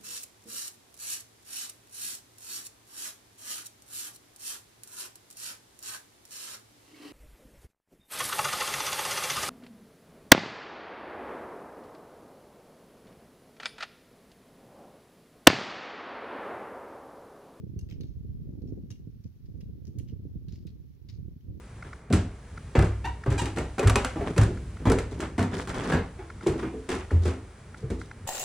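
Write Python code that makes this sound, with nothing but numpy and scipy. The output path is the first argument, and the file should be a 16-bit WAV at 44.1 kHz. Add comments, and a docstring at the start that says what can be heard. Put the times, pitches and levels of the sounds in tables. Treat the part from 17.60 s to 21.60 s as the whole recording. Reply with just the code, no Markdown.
"""Two hikers with trekking poles cross a stony, open ridge from right to left.
Metal tips strike and skid on rock, ringing stone and shaft; loose stones knock, boots crunch grit.
The rough ground scatters each sound, and grit trickles between the steps.
Gusts rumble and buffet on the two microphone ports over a faint, steady hiss."""
import sys
import numpy as np
from scipy import signal
from scipy.fft import rfft, irfft
from scipy.io import wavfile

SR = 44100
rng = np.random.default_rng(int(sys.argv[2]) if len(sys.argv) > 2 else 0)


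def wav_record(signal):
    """Record a signal, one row per channel, as 16-bit PCM in the file named by sys.argv[1]."""
    frames = np.transpose(np.atleast_2d(signal))
    bounded = np.clip(frames, -1, 1)
    # unit amplitude maps onto the largest positive 16-bit level
    quanta = np.round(bounded * 32767).astype(np.int16)
    wavfile.write(sys.argv[1], SR, quanta)


N = 176400
TIME_S, FREQS_HZ = np.arange(N) / SR, np.fft.rfftfreq(N, 1 / SR)
HIT_N = 8192
HIT_S, HIT_HZ = np.arange(HIT_N) / SR, np.fft.rfftfreq(HIT_N, 1 / SR)
SIDES = np.array([[1], [-1]])  # left, right
BLOW_S, NEAR_T60_S, GRIT_SPREAD_DB = 0.003, 0.02, 2


def amp(db):
    """Decibels to gain."""
    return 10 ** (np.asarray(db) / 20)


def unit(x):
    """Scale to rms 1."""
    return x / np.sqrt(np.mean(x ** 2) + 1e-30)


def lasting(x, length_s):
    """Scale to the energy of rms 1 held for length_s."""
    return x * np.sqrt(length_s * SR / (np.sum(x ** 2) + 1e-30))


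def colour(spectrum, hz):
    """Gain of a spectrum table at hz."""
    freq_hz, level_db = np.transpose(spectrum)
    return amp(np.interp(np.log(hz + 1), np.log(freq_hz), level_db))


def add(mix, start_s, sound):
    """Mix in a stereo sound."""
    part = mix[:, round(start_s * SR):][:, :sound.shape[1]]
    part += sound[:, :part.shape[1]]


def noise(gain):
    """Coloured noise, independent per port."""
    return unit(irfft(rfft(rng.standard_normal((2, N))) * gain, N))


def ring(x, gain):
    """Minimum-phase filter with the given gains."""
    log_gain = np.log(np.maximum(np.r_[gain, gain[-2:0:-1]], 1e-5))
    response = np.exp(np.conj(signal.hilbert(log_gain)))[:len(gain)]
    return irfft(rfft(x) * response)


def scatter(x, t60_s):
    """Reflections off stony ground, different at each port."""
    t = np.arange(SR // 2) / SR
    taps = rng.standard_normal((2, len(t))) * amp(-60 * t / t60_s)
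    taps /= np.linalg.norm(taps, axis=1, keepdims=True)
    return signal.fftconvolve(x, taps, axes=1)[:, :N]


def hiss(level_db=-75.5):
    """Faint, steady noise floor."""
    # freq_hz, density_db
    spectrum = [(100, 9), (900, 2.5), (1500, 0.5), (4500, -1), (5700, -7), (6800, -23), (8400, -15.5),
                (10000, -9), (11700, -3), (15500, -2.5)]
    return amp(level_db) * noise(colour(spectrum, FREQS_HZ))


def turbulence(spectrum, surge_db, strength, steady_s):
    """Air noise in quick surges, levelled over steady_s, then scaled by strength."""
    gain = colour(spectrum, FREQS_HZ)
    push = rng.standard_normal((2, N)) * amp(surge_db)
    power = (irfft(rfft(push) * gain, N) ** 2).mean(0)
    window = np.hanning(int(steady_s * SR))
    rms = np.sqrt(abs(signal.fftconvolve(power, window / window.sum(), "same")) + 1e-9)
    return irfft(rfft(push * strength / rms) * gain, N)


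def wind(eddy_hz=50):
    """The same eddies drive a deep rumble and a lighter flutter above it."""
    # time_s, rumble_db, flutter_db
    gusts = [(0, -41.5, -51), (0.281, -42, -54), (0.449, -38, -50), (.56, -42.5, -57.5), (.76, -38, -57),
             (.95, -43.5, -48.5), (1.12, -37.5, -47.5), (1.28, -44.5, -55), (1.56, -46, -63.5),
             (1.79, -51.5, -69), (1.882, -42, -55.5), (2.08, -40.5, -54), (2.2, -44.5, -55),
             (2.438, -41, -55), (2.801, -41.5, -58.5), (3.001, -43, -56), (3.22, -46, -62),
             (3.36, -52.5, -67), (3.551, -41.5, -58), (3.698, -41, -56), (3.798, -55.5, -69.5),
             (3.889, -36.5, -53), (4, -49, -51.5)]
    # freq_hz, density_db
    rumble_spectrum = [(15, -53.5), (28, -16.5), (45, 0.5), (70, 2.5), (110, 0.5), (170, -7.5),
                       (260, -17.5), (450, -43.5), (900, -86)]
    # freq_hz, density_db
    flutter_spectrum = [(60, -13.5), (150, -3), (240, 0), (380, -8), (500, -17), (650, -30.5), (850, -39),
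                        (1500, -68)]
    eddies = noise(1 / (1 + (FREQS_HZ / eddy_hz) ** 4))
    eddies = unit(eddies + eddies.mean(0))  # partly shared by the ports
    time_s, rumble_db, flutter_db = np.transpose(gusts)
    rumble_gain = amp(np.interp(TIME_S, time_s, rumble_db))
    flutter_gain = amp(np.interp(TIME_S, time_s, flutter_db))
    rumble = turbulence(rumble_spectrum, surge_db=4.5 * eddies, strength=rumble_gain, steady_s=0.085)
    flutter = turbulence(flutter_spectrum, surge_db=6 * eddies, strength=flutter_gain, steady_s=0.041)
    return amp(0.3 - 2.05 * SIDES) * rumble + amp(3 + 0.5 * SIDES) * flutter


def buffets(low_hz=66.4, top_hz=464.5, wake_db=5.5, wake_s=0.005974, left_db=-1.5):
    """An eddy slaps both ports with one pulse and leaves a ragged wake; small eddies sound higher."""
    # time_s, level_db, upper_edge_hz
    slaps = [(.037, -38.5, 188), (0.161, -34, 141), (0.224, -32.5, 107), (0.327, -44, 230),
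             (.402, -40.5, 258), (0.437, -37.5, 146), (.566, -36.5, 138), (0.647, -41, 182),
             (0.69, -37.5, 126), (.889, -39.5, 267), (.935, -50.5, 250), (1.036, -40, 242),
             (1.055, -39, 186), (1.122, -38, 323), (1.175, -39.5, 340), (1.234, -44.5, 248),
             (1.309, -38, 162), (1.471, -41, 233), (1.654, -37.5, 176), (2.091, -40.5, 199),
             (2.283, -39, 144), (2.355, -41, 202), (2.375, -31.5, 117), (2.404, -44.5, 290),
             (2.525, -36.5, 193), (2.652, -39.5, 202), (2.755, -36.5, 170), (2.88, -40, 184),
             (2.928, -42.5, 167), (3.052, -40.5, 188), (3.584, -37.5, 111), (3.681, -45.5, 211),
             (3.761, -43.5, 177)]
    out = np.zeros((2, N))
    swell = HIT_S / wake_s * np.exp(-HIT_S / wake_s)
    for time_s, level_db, edge_hz in slaps:
        push = amp(wake_db) * lasting(rng.standard_normal((2, HIT_N)) * swell, 1 / SR)
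        push[:, round(wake_s * SR)] += 1  # pressure pulse
        band = signal.butter(2, [min(low_hz, edge_hz / 2), edge_hz], "band", fs=SR, output="sos")
        thump = lasting(signal.sosfilt(band, push), length_s=0.05)
        add(out, time_s - wake_s, amp(level_db + SIDES * left_db) * thump)
    return signal.sosfilt(signal.butter(6, top_hz, fs=SR, output="sos"), out)


def trickle(level_db=-86.5, rate_per_s=430, pitch_hz=5450, width_hz=900):
    """Tiny bits of grit keep shifting."""
    size = amp(GRIT_SPREAD_DB * np.minimum(rng.exponential(1, (2, N)), 2))
    ticks = size * (rng.random((2, N)) < rate_per_s / SR)
    b, a = signal.iirpeak(pitch_hz, pitch_hz / width_hz, fs=SR)
    return amp(level_db) * unit(scatter(signal.lfilter(b, a, ticks), NEAR_T60_S))


def grains(rate_per_s):
    """Random tiny contacts of uneven size."""
    size = amp(GRIT_SPREAD_DB * np.minimum(rng.exponential(1, HIT_N), 3))
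    sign = rng.choice([-1, 1], HIT_N)
    return unit(size * sign * (rng.random(HIT_N) < rate_per_s / SR))


def blow(decay_s):
    """One hard contact, then a quickly dying skid."""
    push = lasting(grains(rate_per_s=3000) * np.exp(-HIT_S / decay_s), 1 / SR)
    push[0] += 0.15  # first contact
    return push


def stone(push, pitch_hz, ring_db, modes_db, ring_octaves=0.3, half_width_hz=150):
    """Contacts excite a stone: a broad resonance at pitch_hz plus a few short modes."""
    # freq_hz, gain_db
    spectrum = [(200, -19), (1150, -0.5), (1800, 5.5), (6500, 3), (7700, -8), (11000, -10), (16000, -2)]
    # pitch_ratio, level_db
    modes = [(.76, -8.5), (1, 1.5), (1.361, -5), (2.09, -0.5)]
    bump = np.exp(-0.5 * (np.log2((HIT_HZ + 1) / pitch_hz) / ring_octaves) ** 2)
    peaks = 0
    for ratio, level_db in modes:
        mode_hz = ratio * pitch_hz * rng.normal(1, 0.03)
        peaks += amp(level_db) / (1 + ((HIT_HZ - mode_hz) / half_width_hz) ** 2)
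    return ring(push, colour(spectrum, HIT_HZ) * amp(ring_db * bump) * (1 + amp(modes_db) * peaks))


def crunch(length_s, level_db, pitch_hz, rise_fraction=0.048):
    """Grit slips as weight comes onto a boot, then settles."""
    progress = HIT_S / length_s
    weight = np.minimum(progress / rise_fraction, 1) * np.exp(-2 * progress ** 2)
    grit = stone(grains(rate_per_s=280) * weight, pitch_hz, ring_db=10.5, modes_db=-23)
    return amp(level_db) * lasting(grit, length_s)


def knock(level_db, pitch_hz):
    """A loose stone tips against another under a boot."""
    clack = stone(blow(decay_s=0.004), pitch_hz, ring_db=8, modes_db=0)
    return amp(level_db) * lasting(clack, BLOW_S)


def pole(level_db, stone_hz, tick_db, shaft_db=-8.5):
    """A metal tip strikes and skids on rock with a bright tick; stone and shaft ring."""
    # freq_hz, gain_db
    tick_spectrum = [(900, -11), (2000, -6.5), (6000, 10), (8700, 4), (11500, 6), (16000, -14)]
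    # freq_hz, level_db, t60_s
    shaft_modes = [(2800, -2.5, 0.067), (3840, 4, .05), (6280, 1.5, 0.031), (8180, -19, 0.09),
                   (10120, -10.5, 0.0078), (10800, -6.5, 0.026)]
    push = blow(decay_s=0.0022)
    tick = lasting(ring(push, colour(tick_spectrum, HIT_HZ)), BLOW_S)
    ringing = sum(amp(db - 60 * HIT_S / t60_s) * np.sin(2 * np.pi * hz * HIT_S)
                  for hz, db, t60_s in shaft_modes)
    shaft = lasting(signal.fftconvolve(push, ringing)[:HIT_N], BLOW_S)
    rock = lasting(stone(blow(decay_s=0.0041), stone_hz, ring_db=11, modes_db=-10), BLOW_S)
    return amp(level_db) * (rock + amp(tick_db) * tick + amp(shaft_db) * shaft)


def placed(start_s, sound):
    """The delay between ports follows the hikers; the camera body shades each port a little."""
    # time_s, left_delay_ms
    bearing = [(.2, 0.15), (2.3, 0.065), (3.5, -0.028)]
    # freq_hz, left_gain_db (negated on the right)
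    port_shade = [(2400, -.6), (4400, 2.45), (7000, -0.2)]
    delay_ms = np.interp(start_s, *np.transpose(bearing))
    delayed = np.interp(HIT_S - delay_ms / 1000, HIT_S, sound)
    left = unit(delayed) * np.std(sound)
    shade = colour(port_shade, HIT_HZ)
    return np.array([ring(left, shade), ring(sound, 1 / shade)])


def hikers(near_db=-2.5, far_db=-5.5, far_t60_s=0.28):
    """Poles and boots; nearby ground scatters each sound, distant rocks add a faint tail."""
    # start_s, level_db, stone_hz, tick_db
    pole_strikes = [(.178, -86, 6700, 4), (.1902, -54, 6300, -4), (.2115, -72, 6640, 6),
                    (.408, -56, 4040, -10.5), (1.0195, -70, 4200, -18), (1.3045, -51.5, 6100, -16.5),
                    (1.3135, -54.5, 5800, -9), (1.3215, -62.5, 3200, -8), (1.357, -69, 2980, -14),
                    (2.0068, -63.5, 5270, -19), (2.0115, -62, 2920, -11), (2.2708, -68, 5550, -3),
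                    (2.386, -60.5, 5750, 6), (2.39, -62.5, 6200, 2.5), (2.884, -60, 3600, -16),
                    (3.068, -61.5, 4400, -5.5)]
    # start_s, level_db, pitch_hz
    stone_knocks = [(.2885, -60.5, 2630), (.2995, -60, 2520), (.3105, -52, 2630), (.3235, -57.5, 2770),
                    (.4135, -59.5, 3800), (.4325, -60.5, 3650), (1.0745, -70, 5400), (2.398, -58.5, 3060),
                    (2.4763, -71.5, 2920), (2.4865, -65, 2900), (2.4967, -64.5, 2780), (2.9235, -60, 5000),
                    (2.935, -61, 4580), (2.957, -60.5, 4970), (3.0735, -64.5, 2480), (3.103, -75, 4230),
                    (3.4875, -57.5, 3940), (3.500, -58, 4870), (3.8085, -73, 3020)]
    # start_s, length_s, level_db, pitch_hz
    boot_crunches = [(.297, 0.054, -70, 5230), (.42, 0.16, -82, 4900), (1.073, 0.046, -78.5, 5330),
                     (1.33, 0.055, -82, 3200), (1.635, 0.059, -76, 5440), (1.848, 0.032, -79, 4800),
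                     (2.25, 0.036, -70, 5830), (2.477, 0.052, -75, 5200), (2.888, 0.085, -76.5, 4430),
                     (2.925, 0.12, -77.5, 5000), (3.075, 0.043, -74.5, 4250), (3.486, 0.046, -65.5, 4470),
                     (3.525, 0.073, -78, 4760)]
    out = np.zeros((2, N))
    for events, source in ((pole_strikes, pole), (stone_knocks, knock), (boot_crunches, crunch)):
        for start_s, *settings in events:
            direct = placed(start_s, source(*settings))
            near = amp(near_db) * scatter(direct, NEAR_T60_S)
            far = amp(far_db) * scatter(direct, far_t60_s)
            add(out, start_s, direct)
            add(out, start_s, near + far)
    return out


def scene():
    """Hikers, grit, wind and hiss in stereo."""
    return hikers() + trickle() + wind() + buffets() + hiss()


def record(dry):
    """Microphone bass roll-off and treble band limit."""
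    low_hz, top_hz = 37.6, 15850
    thinned = signal.sosfilt(signal.butter(2, low_hz, "high", fs=SR, output="sos"), dry)
    lowpass = signal.firwin(511, top_hz, window=("kaiser", 9), fs=SR)
    return signal.oaconvolve(thinned, lowpass[None], "same")


dry = scene()
out = record(dry)
wav_record(out)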